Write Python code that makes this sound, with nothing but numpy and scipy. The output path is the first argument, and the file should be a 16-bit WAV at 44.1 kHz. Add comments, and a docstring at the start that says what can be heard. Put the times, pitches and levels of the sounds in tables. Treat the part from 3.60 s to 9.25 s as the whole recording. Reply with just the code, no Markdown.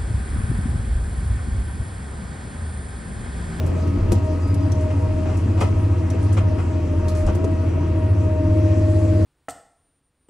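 """A throbbing diesel and a rising, falling whine, broken by steel clanks and the snap of dry twigs:
a forestry harvester lowers its felling head into a pile of slash among pines. The six-cylinder firing
note beats against the cooling fan, the piston pump whines with the load and oil hisses through valves.
Impacts ring the modes of the head and boom, wood fractures beneath them, and the trunks return echoes."""
import sys
import numpy as np
from scipy import signal
from scipy.io import wavfile

SR = 44100
rng = np.random.default_rng(int(sys.argv[2]) if len(sys.argv) > 2 else 0)


def unload_audio(sound):
    """Save the sound as a 16-bit wav file, at the path given as the first command line argument."""
    columns = np.transpose(np.atleast_2d(sound))
    # keep every value between -1 and 1, then stretch to whole-number steps
    steps = np.round(np.clip(columns, -1, 1) * 32767)
    wavfile.write(sys.argv[1], SR, steps.astype(np.int16))


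N = 249165
TIME = np.arange(N) / SR

# a drone that swells as the head bears down: time_s, level_db
DRONE_LEVEL = [(0, -71), (1.4, -41), (1.9, -35.5), (3, -36.5), (4.6, -35), (4.9, -27.5), (5.65, -26.5)]
# modes of the steel head: pitch_hz, level_db, t60_s
HEAD_MODES = [(504.5, -2.5, 0.1), (640, -8, 0.083), (764, -6, 0.069), (790, -1.5, 0.022), (955, -4, 0.039),
              (1170, -3.5, 0.06), (1300, -6, 0.06), (2090, -8, 0.034), (2480, -6.5, 0.031)]


def from_db(db):
    """Decibels to amplitude ratio."""
    return 10 ** (np.asarray(db) / 20)


def unit_rms(x):
    """Normalisation to unit power."""
    return x / np.sqrt(np.mean(x ** 2) + 1e-20)


def in_time(rows):
    """Linear interpolation of each column at every sample."""
    time_s, *columns = np.transpose(rows)
    return [np.interp(TIME, time_s, c) for c in columns]


def at_hz(rows, hz):
    """Interpolation of each column on a logarithmic frequency axis."""
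    points, *columns = np.transpose(rows)
    return [np.interp(np.log(hz), np.log(points), c) for c in columns]


def band_passed(x, low_hz, high_hz):
    """Band-pass filtering with gentle skirts."""
    return signal.sosfilt(signal.butter(2, [low_hz, high_hz], "band", fs=SR, output="sos"), x)


def low_passed(x, hz):
    """Elliptic low-pass filtering: a steep cut of the treble."""
    return signal.sosfilt(signal.ellip(10, .2, 80, hz, fs=SR, output="sos"), x)


def drift(rate_hz):
    """Random modulation: noise of unit rms, smoothed above rate_hz."""
    step, settling = 40, 2000
    r = np.exp(-2 * np.pi * step * rate_hz / SR)
    white = rng.standard_normal(N // step + settling + 2)
    slow = signal.lfilter([1], [1, -2 * r, r * r], white)[settling:]
    return np.interp(np.arange(N) / step, np.arange(len(slow)), unit_rms(slow))


def phase_of(hz):
    """Phase is the time integral of frequency."""
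    return 2 * np.pi * np.cumsum(hz) / SR


def burst(start, rise, hold, decay):
    """An envelope with linear rise and exponential decay after the hold; times in seconds."""
    age = np.maximum(TIME - start, 0)
    return np.minimum(age / rise, 1) * np.exp(-np.clip((age - hold) / decay, 0, 20))


def placed(mid, side, hz):
    """Partial coherence: left and right share one part and differ by a part the forest scatters."""
    # stereo field: frequency_hz, coherence, left_over_right_db
    field = [(60, .998, .1), (110, .997, .2), (190, .98, 1.6), (300, .68, 3.4), (650, .35, 2.3),
             (1000, .4, 1.8), (2000, .62, 1.3), (4000, .58, .7), (7000, .68, .2), (10000, .3, 0)]
    coherence, lean_db = at_hz(field, hz)
    signs = np.array([[1], [-1]])
    scattered = np.sqrt((1 - coherence) / (1 + coherence)) * side
    return (mid + scattered * signs) * from_db(signs * lean_db / 2)


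def tone(phase, hz, spread=0.52):
    """A sinusoid with a phase difference between left and right."""
    return np.sqrt(2) * placed(np.cos(phase), spread * np.sin(phase), hz)


def banded_noise(spectrum, flicker_db):
    """Stereo noise in independently modulated third-octave bands; the middle has unit rms."""
    out, edges = 0, 16 * 2 ** (np.arange(30) / 3)
    white = rng.standard_normal((2, 2, N))
    for k, (low, high) in enumerate(zip(edges, edges[1:])):
        hz, flicker = np.sqrt(low * high), drift(7.1)
        if spectrum[0][0] <= hz <= spectrum[-1][0]:
            gain = from_db(at_hz(spectrum, hz)[0] + flicker_db * flicker)
            out += gain * placed(*band_passed(white[k % 2], low, high), hz)
    return out / np.sqrt(np.mean(out.mean(axis=0) ** 2))


def strikes(rows):
    """Impact pulses: the longer the contact, the narrower the spectrum and the duller the blow."""
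    force = np.zeros(N)
    for start, db, contact_s in rows:
        length = max(contact_s * SR, 3)
        push = np.sin(np.pi * np.arange(length) / length) ** 2
        force[int(start * SR):][:len(push)] += from_db(db) * push / push.sum()
    return force


def ring(force, modes):
    """Modal superposition: each mode answers an impulse with a damped sinusoid."""
    out = 0
    for hz, db, t60 in modes:
        r, w = np.exp(-np.log(1000) / (t60 * SR)), 2 * np.pi * hz / SR
        out += from_db(db) * signal.lfilter([0, np.sin(w)], [1, -2 * r * np.cos(w), r * r], force + 1e-18)
    return out


def forest(x, bark_hz=7000):
    """Reflection: the trunks add weak, delayed echoes with less treble."""
    # echoes: left_delay_s, right_delay_s, level_db
    echoes = [(0.032, 0.033, -10.5), (0.065, 0.062, -15)]
    dull = signal.sosfilt(signal.butter(2, bark_hz, fs=SR, output="sos"), x)
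    for *delays, db in echoes:
        echo = [np.interp(TIME - delay, TIME, channel, left=0) for delay, channel in zip(delays, dull)]
        x = x + from_db(db) * np.array(echo)
    return x


def machine_noise(crank, firings_per_turn=3, pulsing=0.089):
    """Broadband noise: exhaust rumble, oil hiss and casing noise amplitude-modulated by the firings."""
    # relative levels: time_s, rumble_db, casing_db, hiss_db
    effort = [(0.0, -25.5, -39.5, -49), (0.87, -29, -41, -49), (2.17, -29, -40.5, -49.5),
              (4.33, -28, -41, -51.5), (4.78, -29.5, -41.5, -51.5), (5.22, -27.5, -41, -47),
              (5.65, -25.5, -41, -45.5)]
    # spectra of the three noises: frequency_hz, density_db
    rumble = [(18, -14), (35, 0.5), (50, -2.5), (70, 4.5), (120, 3), (170, 0.5), (230, -1.5), (300, 1),
              (400, -13), (520, -6), (700, -34.5), (1100, -52)]
    casing = [(350, -20), (600, -4), (800, 6), (1050, 0.5), (1450, -2), (1900, -3.5), (2300, -6),
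              (2700, -5.5), (3400, -19.5), (5000, -22)]
    hiss = [(2000, 0.5), (3500, 1), (5000, 6), (6800, 3.5), (9000, 0.5), (11000, -3.5), (13000, -16.5)]
    rumble_db, casing_db, hiss_db = in_time(effort)
    firing = 1 + pulsing * np.cos(firings_per_turn * crank)
    return (from_db(rumble_db + 1.5) * banded_noise(rumble, flicker_db=1.5)
            + from_db(casing_db - 3.5) * firing * banded_noise(casing, flicker_db=1.2)
            + from_db(hiss_db - 5) * banded_noise(hiss, flicker_db=1.9))


def hums():
    """Narrow-band noise: each hum of the machine wanders in amplitude and phase."""
    # hums: pitch_hz, level_db, width_hz
    bands = [(39.7, -39, 4.1), (282.6, -40, 6.1), (350.5, -39.5, 6.5), (388, -51, 5), (496, -52.5, 11),
             (1089, -54, 42), (1310, -64.5, 9.9), (2704, -62, 28)]
    out = 0
    for hz, db, width in bands:
        phase = 2 * np.pi * hz * TIME
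        mid, side = [drift(width) * np.cos(phase) + drift(width) * np.sin(phase) for _ in range(2)]
        out += from_db(db) * placed(mid, side, hz)
    return out


def drone(hz=322.6):
    """A swelling tone with slight, slow phase modulation."""
    return from_db(in_time(DRONE_LEVEL)[0]) * tone(2 * np.pi * hz * TIME + 0.25 * drift(0.92), hz)


def cooling_fan():
    """Beating: the blade-passing tone lies just above the firing note, so the two throb together."""
    # blade-passing rate: time_s, pitch_hz
    blade_rate = [(0, 99.26), (2.55, 100.5), (3.35, 96.7), (4.1, 98.93), (5.65, 99.7)]
    # swell and fade of the blade tone: time_s, level_db
    blade_level = [(0.0, -72), (0.24, -31), (0.58, -19), (0.73, -38.5), (0.89, -20), (1.14, -20.5),
                   (1.21, -26.5), (1.45, -19.5), (1.65, -32), (1.77, -21), (2.31, -18.5), (2.48, -26),
                   (2.76, -14.5), (3.05, -27.5), (3.75, -26.5), (4.09, -23.5), (4.22, -33), (4.53, -15.5),
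                   (4.81, -25.5), (4.9, -17), (5.65, -17)]
    hz, db = in_time(blade_rate)[0], in_time(blade_level)[0]
    return from_db(db) * tone(phase_of(hz), hz.mean())


def hydraulic_load(free_rpm=1708.7, hunt_rpm=5.06, attack_s=0.04067, release_s=0.02543, overshoot=.33):
    """Load torque slows the engine and lifts the whine; as a valve shuts, the governor overshoots."""
    # strokes that load or relieve the pump: start_s, end_s, sag_rpm, whine_rise_db
    strokes = [(0.61, .735, 26, 11), (0.96, 1.07, 15, 7), (1.095, 1.325, 34, 11), (1.37, 1.74, 25, 8.5),
               (2.6, 2.8, 0, -7), (2.811, 2.96, 30, 9), (3.07, 3.36, 26, 3), (3.2, 3.36, 36, 2),
               (3.38, 3.722, 47, 11), (3.75, 4.073, -4, 7), (3.75, 3.88, -5, 3), (4.26, 5.8, 8, 7),
               (4.66, 5.8, 23, 6)]
    dip_limit_db, dip_s = 9, .018  # the whine dips briefly after a loading stroke
    rpm, load_db = free_rpm, 0
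    for start, end, sag_rpm, rise_db in strokes:
        building = 1 - np.exp(-np.maximum(TIME - start, 0) / attack_s)
        pressure = building * np.exp(-np.maximum(TIME - end, 0) / release_s)
        flare = overshoot * burst(end, rise=0.03, hold=0, decay=.27)
        dip = np.exp(-((TIME - end) / dip_s - 2) ** 2)
        rpm -= sag_rpm * (pressure - flare)
        load_db += rise_db * pressure - np.clip(rise_db, 0, dip_limit_db) * dip
    slack = from_db(-np.maximum(load_db, 0))  # the speed hunts most when unloaded
    return rpm + hunt_rpm * slack * drift(7.7), load_db


def diesel(crank, crank_hz):
    """Engine orders: three firings a turn give the deep note, and higher multiples waver."""
    # engine tones: cycles_per_turn, level_db, waver_db
    orders = [(3, -21, 0.23), (8, -57, 6), (10, -41, 6), (26, -74.5, 10)]
    return sum(from_db(db + waver_db * drift(7.8)) * tone(order * crank, order * crank_hz)
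               for order, db, waver_db in orders)


def pump(crank, crank_hz, load_db, pistons_per_turn=11.0866, idle_db=-42, waver_db=2.8):
    """Pressure ripple of pistons geared to the crank: harmonics that tremble idle and firm under load."""
    # relative levels of the upper whine: time_s, third_harmonic_db, fourth_harmonic_db
    upper_whine = [(0, -52, -64.5), (.15, -48, -49.5), (.68, -42, -52), (.84, -50, -47.5),
                   (1.1, -46.5, -58), (2.2, -47, -54), (3.0, -46, -53), (3.25, -46.5, -60), (3.5, -43, -54),
                   (3.58, -53, -54), (3.8, -44, -55), (4.8, -45.5, -55.5), (5.1, -53, -63),
                   (5.65, -62, -60)]
    # weak overtones: harmonic_number, level_db, share_of_load_swing
    overtones = [(6, -61.5, 0.3), (8, -63.5, 0.22)]
    slack = from_db(-np.maximum(load_db, 0))
    swing_db = load_db - load_db.mean()
    third_db, fourth_db = in_time(upper_whine)
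    harmonics = [(1, in_time(DRONE_LEVEL)[0] - 6),
                 (2, idle_db + load_db + 4.5 * slack * drift(27)),
                 (3, third_db - 2 + 0.19 * swing_db + waver_db * drift(14)),
                 (4, fourth_db + waver_db * drift(7))]
    harmonics += [(k, db + share * swing_db + waver_db * drift(2.3)) for k, db, share in overtones]
    phase = pistons_per_turn * crank + (.04 + .12 * slack) * drift(14)
    piston_hz = pistons_per_turn * crank_hz
    tremble = 1 + (.07 + .13 * slack) * drift(20)
    return tremble * sum(from_db(db) * tone(k * phase, k * piston_hz) for k, db in harmonics)


def valves(roughness=.011, flutter_db=3.0):
    """Flow tones: oil passing an open valve gives a thin, rough whistle that flutters and glides."""
    # whistles: start_s, end_s, start_hz, end_hz, level_db, fade_db_per_s
    whistles = [(.815, 1.06, 4920, 4890, -56, 35), (0.899, 2.895, 8720, 8900, -67, 0),
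                (2.874, 2.988, 9200, 9600, -64, 0), (2.9, 3.0, 4640, 5020, -63, 0),
                (3.824, 4.45, 9520, 9400, -68, 3), (3.948, 4.25, 5850, 5700, -66, 3)]
    out = 0
    for start, end, start_hz, end_hz, db, fade in whistles:
        glide_hz = np.interp(TIME, [start, end], [start_hz, end_hz])
        phase = phase_of(glide_hz * (1 + roughness * drift(150)))
        level_db = db + flutter_db * drift(40) - fade * np.clip(TIME - start, 0, end - start)
        out += from_db(level_db) * burst(start, 0.012, end - start, 0.02) * tone(phase, start_hz)
    return out


def shudder():
    """Forced vibration: the swinging mass of the head shakes the boom with a deep rumble."""
    # shudders as the head swings and lands: start_s, level_db, hold_s
    shakes = [(0.023, -30, 0.071), (0.37, -23.5, 0.13), (3.637, -23, 0.1)]
    deep = unit_rms(band_passed(rng.standard_normal(N), 20, 75))
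    return deep * sum(from_db(db) * burst(start, 0.011, hold, 0.05) for start, db, hold in shakes)


def twigs(resonance_q=1.7, splinter_db=-5, tail_db=-17):
    """Brittle fracture: each snap sprays fibre breaks, tuned by the twig, with a tail and treble limit."""
    # snaps: start_s, level_db, pitch_hz, decay_s, cutoff_hz
    snaps = [(.062, -48.5, 8000, 0.018, 13000), (.273, -51, 8500, .0065, 12300),
             (0.518, -35, 7200, 0.013, 14700), (0.521, -44, 2200, 0.0055, 12200),
             (.875, -53, 9500, 0.013, 11600), (.942, -45, 9600, 0.0085, 11600),
             (1.118, -47, 10500, 0.011, 11500), (1.208, -50.5, 6515, .014, 11200),
             (1.768, -49, 7100, 0.024, 11600), (2.002, -45, 7200, 0.033, 12300),
             (2.019, -36, 2100, 0.0097, 4200), (2.045, -40, 2400, .014, 6000),
             (2.501, -44.5, 10300, .0067, 11600), (2.624, -51.5, 8300, .03, 11200),
             (2.726, -45, 7500, 0.018, 11500), (2.772, -43, 2950, 0.019, 9000),
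             (3.48, -41, 4530, 0.023, 13000), (3.547, -48, 7720, 0.069, 11500),
             (3.663, -47, 7200, 0.011, 10600), (3.749, -43.5, 10620, .0099, 12400),
             (3.843, -43, 6200, 0.0063, 11400)]
    fibres = rng.standard_normal((2, N)) * from_db(2.2 * drift(500))
    splinter = from_db(splinter_db) * unit_rms(band_passed(fibres, 4200, 11000))
    out = np.zeros((2, N))
    for start, db, hz, decay, cutoff_hz in snaps:
        span = slice(int(start * SR), int((start + .5) * SR))
        wood = unit_rms(signal.lfilter(*signal.iirpeak(hz, resonance_q, fs=SR), fibres[:, span]))
        tail = from_db(tail_db) * burst(start, 0.012, 0, 0.015)
        envelope = burst(start, decay / 8, 0.0008, decay) + tail
        snap = envelope[span] * placed(*(wood + splinter[:, span]), hz)
        out[:, span] += from_db(db) * low_passed(snap, cutoff_hz)
    return out


def clinks(chatter=0.16, chatter_s=0.011):
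    """Impulse response of small steel parts: a light touch and a short chatter ring their high modes."""
    # touches: start_s, level_db
    touches = [(1.118, -41), (2.501, -43.5)]
    # modes of the parts: pitch_hz, level_db, t60_s
    modes = [(4300, -6, .005), (5780, 2.5, .017), (6100, -1, .01)]
    envelope = sum(from_db(db) * burst(start, 0.00084, 0, chatter_s) for start, db in touches)
    force = chatter * envelope * rng.standard_normal((2, N))
    force[0] += strikes([(start, db, 0) for start, db in touches])  # common to both sides
    return placed(*ring(force, modes), 6000)


def boom(head_db=-5, loss_db_per_octave=7, contact_cycles=0.32):
    """Selective excitation: slack joints knock, ringing the boom and head modes near each blow's pitch."""
    # knocks: start_s, level_db, favoured_hz
    knocks = [(.517, -16, 373), (.523, -17, 210), (2.008, -17, 1380), (2.012, -19.5, 650),
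              (2.026, -19, 760), (2.542, -22.5, 400), (3.685, -21, 600), (3.705, -25, 210),
              (3.75, -24, 260), (3.84, -17.5, 570), (3.847, -18.5, 282)]
    # modes of the boom: pitch_hz, level_db, t60_s
    boom_modes = [(210, 3, 0.17), (287, -3.5, 0.11), (349, -0.5, 0.11), (432, -3.5, 0.073),
                  (642, -11.5, 0.03)]
    modes = boom_modes + [(hz, db + head_db, t60) for hz, db, t60 in HEAD_MODES]
    out = 0
    for k, (mode_hz, mode_db, t60) in enumerate(modes):
        blows = [(start, db - loss_db_per_octave * abs(np.log2(mode_hz / hz)), contact_cycles / hz)
                 for start, db, hz in knocks]
        out += (-1) ** k * ring(strikes(blows), [(mode_hz, mode_db, t60)])
    return placed(out, 0, 300)


def felling_head(ring_db=-31, clatter_db=-2, decay_s=0.012):
    """Random excitation: loose steel parts meet in a quick rattle that rings the modes of the frame."""
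    # clanks: start_s, level_db, rattle_s
    clanks = [(.517, -26, 0.0027), (1.304, -35.5, 0.0099), (1.655, -37.5, 0.042), (1.699, -40, 0.058),
              (1.975, -34.5, 0.037), (2.008, -24, 0.023), (2.542, -39.5, 0.013), (2.768, -27.5, 0.019),
              (2.984, -35, 0.024), (3.673, -33, 0.03), (3.839, -37, 0.0033)]
    # spectrum of the clatter: frequency_hz, density_db
    spectrum = [(200, -2), (500, 12.5), (1300, 2), (1700, -5), (2700, -4.5), (4000, -17.5), (7000, -14.5),
                (12000, -32)]
    envelope = sum(from_db(db) * burst(start, .002, rattle_s, decay_s) for start, db, rattle_s in clanks)
    contacts = envelope * rng.standard_normal((2, N))
    frame = placed(*ring(contacts, HEAD_MODES), 1000)
    clatter = envelope * banded_noise(spectrum, flicker_db=2)
    return from_db(ring_db) * frame + from_db(clatter_db) * clatter


def scene():
    """Superposition of the running machine and its working head; only snaps reach the highest treble."""
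    rpm, load_db = hydraulic_load()
    crank_hz = rpm / 60
    crank, mean_hz = phase_of(crank_hz), crank_hz.mean()
    running = diesel(crank, mean_hz) + pump(crank, mean_hz, load_db) + cooling_fan() + drone() + hums()
    impacts = forest(felling_head() + clinks() + boom())
    machine = running + machine_noise(crank) + valves() + shudder() + impacts
    return low_passed(machine, 11500) + forest(twigs())


def record(dry):
    """Arrival-time difference and band limit: sound reaches the left microphone port one sample late."""
    left, right = dry
    late_left = np.pad(left, (1, 0))[:N]
    return low_passed(np.array([late_left, right]), 15900)


dry = scene()
out = record(dry)
unload_audio(out)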